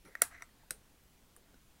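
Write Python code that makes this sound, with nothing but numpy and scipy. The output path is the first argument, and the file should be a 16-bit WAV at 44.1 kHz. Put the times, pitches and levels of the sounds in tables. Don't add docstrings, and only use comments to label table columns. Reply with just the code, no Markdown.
import sys
import numpy as np
from scipy import signal
from scipy.io import wavfile
from scipy.ndimage import uniform_filter1d

SR = 44100
rng = np.random.default_rng(int(sys.argv[2]) if len(sys.argv) > 2 else 0)


def transcribe(signal):
    frames = np.atleast_2d(signal).T
    limited = np.clip(frames, -1, 1)
    pcm = np.round(limited * 32767).astype(np.int16)
    wavfile.write(sys.argv[1], SR, pcm)


def natural_amplitude(level_db):
    exponent = np.asarray(level_db, float) / 20
    return 10 ** exponent


N = 79380

# frequency in Hz, level in dB, t60 in seconds.
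WALL = [(695, -16, 0.069), (1000, -13, 0.01188), (1330, -0.5, 0.0092), (1620, -4, 0.017),
        (1737, -4.5, 0.01), (1847, -6.5, 0.026), (2007, -4, 0.019), (2161, -5, 0.012), (2285, -8, 0.012),
        (3947, -8, 0.0059), (5944, -9, 0.0057), (7644, -12.5, 0.0063)]


def evened(x):
    return x / np.sqrt(np.mean(x ** 2) + 1e-20)


def read(points, hz):
    f, value = np.transpose(points)
    return np.interp(np.log(hz + 1), np.log(f + 1), value)


def add(mix, s, sound):
    part = mix[round(s * SR):][:len(sound)]
    part += sound[:len(part)]


def ring(modes, rise):
    t = np.arange(8192) / SR
    hz, db, t60 = np.transpose(modes)[:, :, None]
    treble_rise = 0.36
    swell = (1 - np.exp(-t / rise * (hz / 2000) ** treble_rise)) ** 2
    sign = (-1.) ** np.arange(len(modes))[:, None]
    return (sign * swell * natural_amplitude(db - 60 * t / t60) * np.sin(2 * np.pi * hz * t)).sum(0)


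def contacts(rows, modes):
    out, t = np.zeros(N), np.arange(8192) / SR
    crack_t60, shimmer_t60, shimmer_db = 0.014, 0.21, -25
    band = signal.butter(4, [1100, 14300], "bandpass", fs=SR, output="sos")
    fall = natural_amplitude(-60 * t / crack_t60) + natural_amplitude(shimmer_db - 60 * t / shimmer_t60)
    fall = fall * (1 - np.exp(-t / 0.000067))
    for s, db, rise, crack_db in rows:
        crack = fall * signal.sosfilt(band, rng.standard_normal(len(t)))
        add(out, s, natural_amplitude(db) * (ring(modes, rise) + natural_amplitude(crack_db) * crack))
    return out


def scrape(pressure, modes, rise):
    out = np.zeros(N)
    grains_per_s, grain_db = 450, 0
    for mode in modes:
        size = natural_amplitude(grain_db * np.minimum(rng.exponential(1, N), 4)) * rng.choice([-1., 1.], N)
        grains = size * (rng.random(N) < grains_per_s / SR)
        out += signal.oaconvolve(grains, ring([mode], rise))[:N]
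    s, db = np.transpose(pressure)
    return evened(out) * natural_amplitude(np.interp(np.arange(N) / SR, s, db, -120, -120))


def air():
    # frequency in Hz, density in dB per Hz.
    spectrum = [(7.1, -39.5), (12, -4.5), (59, -11.5), (82, -17.5), (186, -19), (301, -22.5), (502, -27.5),
                (13400, -38.5), (16000, -38.5)]
    level_db, hiss_top_hz, hiss_drop_db = -64.5, 15930, -17
    frames, hz = N // 512 + 6, np.fft.rfftfreq(2048, 1 / SR)
    a, b, patches = rng.standard_normal((frames, 1025, 3)).T
    patches = uniform_filter1d(patches, size=20, axis=0)
    patches = evened(uniform_filter1d(patches, size=8, axis=1))
    drop = hiss_drop_db * (hz > hiss_top_hz)
    z = (a + 1j * b) * natural_amplitude((read(spectrum, hz) + drop)[:, None] + 1.1 * patches)
    noise = signal.istft(z, nperseg=2048, noverlap=1536)[1][:N]
    return natural_amplitude(level_db) * evened(noise)


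def jolts():
    times = [.046, .055, .082, .219, .2185, .32, .41, .632, .705, .7065, .708, .742, 1.37, 1.541]
    # peak in dB, pitch in Hz, length in seconds (to -30 dB).
    puffs = [(-56.5, 273, 0.054), (-60.5, 148, 0.081), (-56, 414, 0.079), (-51.5, 227, 0.04),
             (-33.5, 720, .015), (-57, 840, 0.019), (-63.5, 410, 0.039), (-59.5, 680, 0.017),
             (-54, 120.5, 0.029), (-50, 510, 0.035), (-57, 255, 0.029), (-60, 455, 0.069),
             (-60, 486, 0.042), (-62, 207, 0.059)]
    out, t = np.zeros(N), np.arange(4096) / SR
    for s, (db, hz, length) in zip(times, puffs):
        noise = rng.standard_normal(2 * len(t))
        b, a = signal.butter(2, [hz / 1.2, hz * 1.3], "bandpass", fs=SR)
        puff = signal.lfilter(b, a, noise)[len(t):]
        puff = natural_amplitude(-30 * t / length) * (1 - np.exp(-t * hz / 0.79)) * puff
        add(out, s, natural_amplitude(db) * puff / abs(puff).max())
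    return out


def setting_down():
    # frequency in Hz, level in dB, t60 in seconds.
    rim = [(547.6, -8.5, .01), (896.6, -11, 0.012), (1350, -4.5, 0.01), (2110, -4.5, 0.0081),
           (4070, -11.5, 0.0072), (5650, -5.5, 0.0038), (9300, -8, 0.0039), (10200, -9, 0.0055),
           (13000, -14, .004)]
    # start in seconds, strength in dB, rise in seconds, crack in dB.
    landing = [
        (.0503, -58, 0.00094, 1),
    ]
    # time in seconds, level in dB.
    pressure = [(.049, -82), (.051, -60), (.066, -63), (.078, -60.5), (.093, -67.5), (.1, -72.5),
                (.13, -76.5), (.15, -90.5)]
    return contacts(landing, rim) + scrape(pressure, rim, 0.00048)


def brush():
    # time in seconds, level in dB.
    pressure = [(.07, -81), (.1, -71.5), (.15, -69.5), (.17, -63), (.215, -76), (.58, -93), (.6, -72),
                (.63, -77), (.65, -95)]
    return scrape(pressure, WALL, 0.0012)


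def knocks():
    # frequency in Hz, level in dB, t60 in seconds.
    modes = [(438.2, -21, 0.013), (596, -15.5, 0.0121), (898, -18.5, 0.011), (1380, -8.5, 0.01216),
             (1871, 5.5, 0.011), (1950, -18, .04), (2673, -37, 0.0098), (3850, -20.5, .008),
             (4600, -24.5, 0.008), (5370, -19.5, 0.00813), (7164, -28, .008), (9940, -21, 0.005),
             (13570, -28.5, .008)]
    # start in seconds, strength in dB, rise in seconds, crack in dB.
    rows = [
        (.1524, -26, 0.00058, -21),
        (.1685, -56, .0012, -39),
        (.2146, -33, 0.001026, -32.5),
        (.2172, -29, 0.00065, -26),
        (.2202, -21, .0008, -41),
        (.49, -50, 0.0016, -42),
    ]
    return contacts(rows, modes)


def snap():
    # frequency in Hz, level in dB, t60 in seconds.
    modes = [(496.2, -20, 0.021), (697, -30.5, 0.081), (1406.5, -5.5, 0.011), (2150, -6.5, .012),
             (4070, -17.5, 0.013), (4905, -9, 0.0072), (5733, -13.5, 0.016), (7387, 4.5, 0.0053),
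             (8950, -6, 0.015), (9750, 5, .0065), (10480, -4.5, 0.011), (11300, -5.5, 0.0082),
             (13000, -16, 0.012), (13800, -9, 0.01), (14490, -15, .008)]
    # start in seconds, strength in dB, rise in seconds, crack in dB.
    rows = [
        (.2191, -8, 0.00084, -11.5),
    ]
    # frequency in Hz, level in dB, t60 in seconds.
    lid = [(5784, 0, .073), (7639, 0.5, 0.1198), (7980, -6.5, 0.18), (9800, -7, .12), (10400, -7.5, .08),
           (12190, -7.5, .098), (12790, -6, .078), (13370, -6.5, 0.066), (13720, 1, .096), (14300, -2, .09),
           (15610, -9.5, .12)]
    # start in seconds, strength in dB, rise in seconds, crack in dB.
    lid_rings = [
        (.2195, -44.5, 0.000999, -41),
    ]
    return contacts(rows, modes) + contacts(lid_rings, lid)


def drag():
    # time in seconds, level in dB.
    pressure = [(.305, -67), (.314, -58), (.35, -58), (.37, -64), (.39, -66.5), (.42, -61.5), (.44, -88),
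                (.46, -93)]
    return scrape(pressure, WALL, 0.0001)


def slips():
    # start in seconds, strength in dB, favoured pitch in Hz.
    rows = [(0.313, -51, 1450), (.3247, -44.5, 1550), (.3305, -52.5, 1950), (.336, -54.5, 1950),
            (.3420, -45, 2030), (.3482, -41.5, 2100), (.3525, -44.5, 1900), (.356, -46, 2150),
            (.361, -49, 2150), (.3770, -42.5, 2150), (0.381, -47, 2050), (.3850, -45, 2087),
            (.394, -50, 1950), (.4075, -42, 1440), (0.4085, -44.5, 1950), (0.4282, -42, 1350)]
    slope_db = 27.5
    out = np.zeros(N)
    for s, db, pitch in rows:
        modes = []
        for (hz, mode_db, t60), chance in zip(WALL, rng.standard_normal(len(WALL))):
            octaves = min(abs(np.log2(hz / pitch)), .5)
            modes.append((hz, mode_db + 2 * chance - slope_db * octaves, t60))
        add(out, s, natural_amplitude(db) * ring(modes, 0.000086))
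    return out


def tick():
    # frequency in Hz, level in dB, t60 in seconds.
    modes = [(460, -15, 0.02), (689, -17.5, 0.1), (1000, 2, 0.011), (1347, -1, 0.022), (1853, 2, 0.026),
             (2150, 10.5, 0.011), (3710, -12.5, 0.023), (5830, 0.5, 0.016), (7000, -8, 0.0087),
             (8080, -14, 0.088), (10040, -3.5, 0.0069), (12800, -27, .012)]
    # start in seconds, strength in dB, rise in seconds, crack in dB.
    rows = [
        (.4218, -41.5, 0.00056, -5.5),
    ]
    return contacts(rows, modes)


def tap():
    # frequency in Hz, level in dB, t60 in seconds.
    modes = [(391.4, -15, 0.01), (785, -28, 0.013), (1457, 0, 0.0097), (1950, -4, 0.0066),
             (2600, -6, 0.0062), (3940, -9, 0.014), (4810, -10, 0.013), (5660, -9.5, 0.015),
             (6632, -14.5, 0.025), (8080, -7, 0.023), (9000, 5, 0.0061), (9550, -3.5, 0.014),
             (11870, -9.5, 0.012), (13000, -0.5, 0.0047), (13470, -19, 0.016)]
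    # start in seconds, strength in dB, rise in seconds, crack in dB.
    rows = [
        (.7072, -25, 0.0006, -7.5),
    ]
    # frequency in Hz, level in dB, t60 in seconds.
    coin = [(4097, -6, .13), (8090, -5, .09), (8160, 1, 0.12), (9330, -3, .1), (9480, 4, 0.13),
            (9593, 1, .12), (11500, -5, .09), (13400, 3, .055)]
    # start in seconds, strength in dB, rise in seconds, crack in dB.
    coin_rings = [
        (.7074, -53, 0.00087, -42),
    ]
    return contacts(rows, modes) + contacts(coin_rings, coin)


def prick():
    # frequency in Hz, level in dB, t60 in seconds.
    modes = [(13400, 0, 0.0087)]
    # start in seconds, strength in dB, rise in seconds, crack in dB.
    rows = [
        (1.037, -55, .0005, -22.5),
    ]
    return contacts(rows, modes)


def graze():
    # frequency in Hz, level in dB, t60 in seconds.
    modes = [(1150, -4, 0.016), (1740, -2, 0.0099), (7300, 1.5, 0.0051), (8440, -1, 0.0084),
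             (9500, 0.5, 0.02), (10700, -4, 0.0069), (12000, -1, 0.0073), (14000, -4.5, 0.0087)]
    # start in seconds, strength in dB, rise in seconds, crack in dB.
    rows = [
        (1.3642, -50.5, 0.00027, -15),
        (1.3722, -68, 0.00036, 4),
    ]
    return contacts(rows, modes)


def nudge():
    # frequency in Hz, level in dB, t60 in seconds.
    modes = [(329, 15.5, 0.0055), (733, -1.5, 0.0048), (1497, -5.5, 0.021), (2200, -7, 0.0043),
             (4050, -8.5, 0.012), (5450, -9, 0.007)]
    # start in seconds, strength in dB, rise in seconds, crack in dB.
    rows = [
        (1.5425, -49.5, 0.00066, -21),
    ]
    return contacts(rows, modes)


def scattered(x):
    share, width_s = 0.59, .0015
    window = np.hanning(round(width_s * SR) + 3)
    flutter = evened(signal.oaconvolve(rng.standard_normal(N), window, "same"))
    return x * (np.sqrt(1 - share) + np.sqrt(share) * flutter)


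def room(x):
    # frequency in Hz, t60 in seconds.
    decay = [(250, 0.54), (700, 0.3), (2000, .18), (5000, 0.14), (10000, 0.17), (15000, .15)]
    # delay in seconds, level in dB.
    echoes = [
        (.0065, -31),
        (.0108, -30.5),
        (.0163, -26),
        (.0178, -27),
    ]
    tail_db, tail_start_s = -17, 0.0055
    taps = np.zeros(16384)
    at = np.arange(0, 16360, 20) + rng.integers(0, 20, 818)
    taps[at] = rng.choice([-1., 1.], len(at))
    hz, t, z = signal.stft(taps, SR, nperseg=256)
    tail = signal.istft(z * natural_amplitude(-60 * t / read(decay, hz)[:, None]), SR, nperseg=256)[1]
    reply = np.zeros(SR // 2)
    add(reply, tail_start_s, natural_amplitude(tail_db) * tail / np.linalg.norm(tail))
    for s, db in echoes:
        add(reply, s, natural_amplitude([db]))
    return signal.fftconvolve(x, reply)[:N]


def scene():
    tin = setting_down() + brush() + knocks() + snap() + drag() + slips()
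    tin += tick() + tap() + prick() + graze() + nudge()
    b, a = signal.iirnotch(15040, 9, SR)
    reverberation = signal.lfilter(b, a, room(scattered(tin)))
    return (tin + reverberation + jolts() + air())[None]


def top_cut(x):
    return signal.sosfilt(signal.butter(12, 16430, fs=SR, output="sos"), x)


def record(dry):
    low_pass = signal.firwin(255, 16220, window=("kaiser", 9), fs=SR)
    mix = signal.oaconvolve(dry, low_pass[None], "same")
    return top_cut(mix)


dry = scene()
out = record(dry)
transcribe(out)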